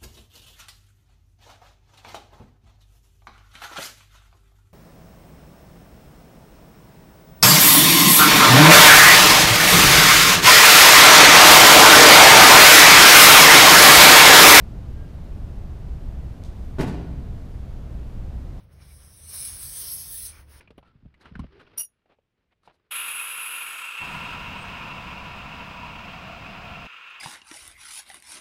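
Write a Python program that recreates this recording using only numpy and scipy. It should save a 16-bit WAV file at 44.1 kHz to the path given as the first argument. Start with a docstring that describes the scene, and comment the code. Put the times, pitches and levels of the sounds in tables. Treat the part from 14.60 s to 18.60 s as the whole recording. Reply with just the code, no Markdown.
"""First comes the steady rumble of a studio's ventilation, with a faint squeak and a rustle of clothes.
Then a person jumps from the wooden gym floor onto a stack of plastic step platforms.
The rubber soles tick and scuff at take-off. Toes, forefeet and heels thump the hollow deck
and make the plastic risers under it chatter. The room rings briefly, and a few more faint
rustles and thin squeaks follow."""
import sys
import numpy as np
from scipy import signal
from scipy.fft import rfft, irfft
from scipy.io import wavfile

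SR = 44100
rng = np.random.default_rng(int(sys.argv[2]) if len(sys.argv) > 2 else 0)


def inscribe(sig):
    """Save sig as 16-bit PCM at rate SR to the path in sys.argv[1].

    A 1-D sig is mono; a 2-D sig holds one channel per row.
    Samples are clipped to [-1, 1] before scaling.
    """
    pcm = np.round(np.clip(np.atleast_2d(sig).T, -1, 1) * 32767)
    wavfile.write(sys.argv[1], SR, pcm.astype(np.int16))


N = 176400
TIME = np.arange(N) / SR

# The feet strike the deck, toes first and heels last. A higher hardness makes a sharper thump.
# (time [s], relative thump level [dB], hardness [Hz], relative chatter level [dB], brightness [Hz])
FOOT_BLOWS = [(2.1842, -8.5, 1490, -4.5, 1800), (2.1918, -5.5, 523, -14, 2800),
              (2.194, -12.5, 1500, -1.5, 3470), (2.1998, 2, 490, -5.5, 3500), (2.2066, -1, 326, -2, 4500),
              (2.2121, -7, 900, -2.5, 8000), (2.2218, -12, 800, -6, 3000), (2.231, -9, 894, -2, 2000),
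              (2.2432, -8.5, 696, -12, 2000), (2.266, -2, 235, -15, 2500), (2.2805, -8.5, 370, -7.5, 2500),
              (2.2961, -3.5, 300, -11, 2000), (2.342, -20, 260, -14, 1800)]


def from_db(db):
    """Turn decibels into a number to multiply a sound by."""
    return 10 ** (np.asarray(db) / 20)


def rms_one(x):
    """Scale a sound so that its average strength (rms) is 1."""
    return x / np.sqrt(np.mean(x ** 2) + 1e-20)


def at_hz(points, hz):
    """Read between the rows of a frequency table, giving every octave equal room."""
    frequencies, values = np.transpose(points)
    return np.interp(np.log(np.maximum(hz, 1)), np.log(frequencies), values)


def convolve(x, response):
    """Pass a sound through something whose answer to a single click is `response`."""
    return signal.fftconvolve(x, response)[:N]


def coloured(x, spectrum, size=32768):
    """Change the balance of bass and treble to follow a table; only the table's shape counts."""
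    gains = from_db(at_hz(spectrum, np.fft.rfftfreq(size, 1 / SR)))
    cepstrum = irfft(np.log(gains))
    # Folding makes the filter ring only after a click, never before it (minimum phase).
    fold = np.r_[1, np.full(size // 2 - 1, 2), 1, np.zeros(size // 2 - 1)]
    response = irfft(np.exp(rfft(cepstrum * fold)))
    return convolve(x, response / np.linalg.norm(response))


def low_pass(x, hz, order=1):
    """Gently turn down everything above hz."""
    sections = signal.butter(order, min(hz, SR / 2 - 1000), fs=SR, output="sos")
    return signal.sosfilt(sections, x + 1e-18)


def clicks(times, gains):
    """Single clicks at the given moments."""
    out = np.zeros(N)
    np.add.at(out, (np.asarray(times) * SR).astype(int), gains)
    return out


def ring(x, hz, fade_s):
    """Each click starts a pure tone that fades by 60 dB in fade_s."""
    decay = from_db(-60 / (fade_s * SR))
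    angle = 2 * np.pi * hz / SR
    return signal.lfilter([0, np.sin(angle)], [1, -2 * decay * np.cos(angle), decay * decay], x + 1e-18)


def grains(per_s, spread_db=-3):
    """Tiny contacts of uneven size at random moments."""
    sizes = from_db(spread_db * np.minimum(rng.exponential(1, N), np.pi))
    signs = rng.choice([-1, 1], N)
    touches = rng.random(N) < per_s / SR
    return rms_one(sizes * signs * touches)


def burst(start, rise_s, fall_db_per_s):
    """A loudness curve that rises in a straight line, then dies away."""
    age = TIME - start
    return np.clip(age / rise_s, 0, 1) * from_db(-fall_db_per_s * np.clip(age - rise_s, 0, 1))


def swell(centre_s, length_s):
    """A smooth rise and fall around a moment."""
    return np.exp(-2 * ((TIME - centre_s) / length_s) ** 2)


def waver(depth, rate_hz):
    """A value that wanders at random around 1, mostly slower than rate_hz."""
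    return 1 + depth * rms_one(low_pass(rng.standard_normal(N), rate_hz, order=2))


def ventilation(air_db=-32.5):
    """Air rumbles and hisses steadily in the ducts, with the wavering hum of a fan motor."""
    # Tone colour of the moving air: (frequency [Hz], relative level [dB])
    air_colour = [(6, -14), (14, -10.5), (25, 1), (48, -4), (72, -2), (92, -9), (135, -11.5), (250, -21),
                  (460, -30), (660, -31.5), (1000, -38.5), (2000, -46.5), (4000, -52), (8000, -60),
                  (12000, -63), (15000, -64)]
    # Tones of the fan motor: (frequency [Hz], average level [dB])
    motor_tones = [(59.2, -41.5), (120, -50.5)]
    out = from_db(air_db) * rms_one(coloured(rng.standard_normal(N), air_colour))
    for hz, db in motor_tones:
        strength = waver(depth=0.52, rate_hz=0.95)
        tone = np.sin(2 * np.pi * (hz * TIME + rng.random()))
        out = out + from_db(db) * rms_one(strength * tone)
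    return out


def studio_echo(x, bands=24, gap_s=0.0059, build_s=0.0036):
    """The room's echoes blur into bands of noise that build up quickly and die, the treble first."""
    # How long the room rings: (frequency [Hz], time to fade by 60 dB [s])
    fade_times = [(70, 0.79), (150, 1.64), (300, 0.85), (700, 1), (2000, 0.93), (4500, 0.92), (8000, 0.58),
                  (14000, 0.23)]
    # How strong the echoes are: (frequency [Hz], level compared with the direct sound [dB])
    echo_levels = [(70, -2), (160, 1), (400, -0.5), (1000, -4), (3500, -5), (8000, -8), (14000, -13)]
    t = TIME[:SR * 3 // 2]
    edges = np.geomspace(40, 18000, bands + 1)
    noise = rng.standard_normal((2, len(t)))
    build_up = np.clip((t - gap_s) / build_s, 0, 1)
    response = 0
    for k, (low, high) in enumerate(zip(edges, edges[1:])):
        hz = np.sqrt(low * high)
        band = signal.sosfilt(signal.butter(2, [low, high], "band", fs=SR, output="sos"), noise[k % 2])
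        tail = band * build_up * from_db(-60 * t / at_hz(fade_times, hz))
        band_share = np.sqrt(2 * (high - low) / SR)   # wider bands carry more of a click
        response = response + from_db(at_hz(echo_levels, hz)) * band_share * tail / np.linalg.norm(tail)
    return convolve(x, response)


def squeaks():
    """Short, faint, thin tones of slightly unsteady pitch."""
    # One row for each squeak: (middle time [s], length [s], pitch [Hz], level [dB])
    tones = [(.42, .085, 1610, -62), (2.96, .09, 9620, -79.5), (3.05, .1, 4452, -76.5)]
    unsteady_time = np.cumsum(waver(depth=0.0051, rate_hz=49.6)) / SR
    return sum(from_db(db) * swell(time, length) * rms_one(np.sin(2 * np.pi * hz * unsteady_time))
               for time, length, hz, db in tones)


def clothes():
    """Fabric rubs in fine grains with each quick movement."""
    # The jumper crouches, pushes off, tucks and straightens up: (middle time [s], length [s], level [dB])
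    rustles = [(1.47, .14, -77), (1.72, .12, -80), (2.038, 0.14, -70.5), (2.76, .11, -78), (3.5, .13, -78),
               (3.76, .07, -75)]
    # Tone colour of the fabric: (frequency [Hz], relative level [dB])
    fabric_colour = [(500, -20), (2000, -3), (5000, 2), (9000, 5), (15000, 0)]
    rubbing = sum(from_db(db) * swell(time, length) for time, length, db in rustles)
    return coloured(rubbing * grains(per_s=1400), fabric_colour)


def soles(take_off_s=1.8378, tick_db=-29):
    """The toes leave the floor with a tick; rubber soles slip grittily at take-off and landing."""
    # Short slips of the soles: (time [s], level [dB], rise time [s], fading speed [dB/s])
    scuffs = [(1.846, -56.5, 0.003, 298), (2.1875, -53.5, .002, 300), (2.205, -44, 0.0053, 600),
              (2.263, -52, 0.013, 232)]
    # Tone colour of scuffing rubber: (frequency [Hz], relative level [dB])
    rubber_colour = [(500, -44), (2400, -7), (3500, 7.5), (6000, 3.5), (9000, -1.5), (13000, -9),
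                     (16000, -14)]
    slipping = sum(from_db(db) * burst(time, rise, fall) for time, db, rise, fall in scuffs)
    tick = clicks([take_off_s], from_db(tick_db))
    return coloured(slipping * grains(per_s=3900) + tick, rubber_colour)


def riser_chatter(gain_db=-26.5, crack_db=-1):
    """Each blow cracks against the deck and rattles the plastic risers with its own brightness."""
    # Tone colour of the rattling plastic: (frequency [Hz], relative level [dB])
    plastic_colour = [(60, -26), (200, 4.5), (380, 5), (500, 0.5), (660, 4), (950, 1.5), (1250, -6.5),
                      (2000, -6.5), (2700, -9), (4000, -13.5), (8000, -19), (11500, -15.5), (15000, -22)]
    contacts = grains(per_s=2300)
    chatter = 0
    for time, _, _, db, brightness_hz in FOOT_BLOWS:
        crack = clicks([time], from_db(crack_db))
        rattle = np.roll(contacts, rng.integers(N)) * burst(time, rise_s=0.001, fall_db_per_s=642)
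        chatter = chatter + from_db(db) * low_pass(crack + rattle, brightness_hz)
    return from_db(gain_db) * coloured(chatter, plastic_colour)


def deck_thumps(gain_db=-24, spread_db=4):
    """Each blow is a push, rounded by the softness of the contact, that rings the hollow stack."""
    # Short, damped tones that give the thumps their hollow sound:
    # (frequency [Hz], relative level [dB], time to fade by 60 dB [s])
    thump_tones = [(75, -18, 0.053), (128, -6, 0.051), (180, -1, 0.055), (239, 1, 0.056),
                   (297.6, -.5, 0.077), (368, 0, 0.081), (437, -9.5, 0.06), (610, -8.5, 0.075),
                   (712, -13, 0.098), (790, -16, 0.07), (960, -18, 0.06), (1470, -6, 0.057),
                   (1846, -13, 0.06), (2580, -12, .06)]
    pushes = np.array([low_pass(clicks([time], from_db(gain_db + db)), hardness_hz, order=2)
                       for time, db, hardness_hz, _, _ in FOOT_BLOWS])
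    # Every blow feeds every tone by a different, random amount.
    shares = from_db(rng.normal(0, spread_db, (len(FOOT_BLOWS), len(thump_tones))))
    return sum(from_db(db) * ring(shares[:, k] @ pushes, hz, fade_s)
               for k, (hz, db, fade_s) in enumerate(thump_tones))


def scene():
    """The jump and its echo, heard from a few metres away over the background, in one channel."""
    air = ventilation()
    jump = deck_thumps() + riser_chatter() + soles() + clothes()
    return (air + squeaks() + jump + studio_echo(jump))[None]


def record(dry, cutoff_hz=15350):
    """Cut off the very highest treble steeply."""
    return signal.sosfilt(signal.ellip(12, .1, 90, cutoff_hz, fs=SR, output="sos"), dry)


dry = scene()
out = record(dry)
inscribe(out)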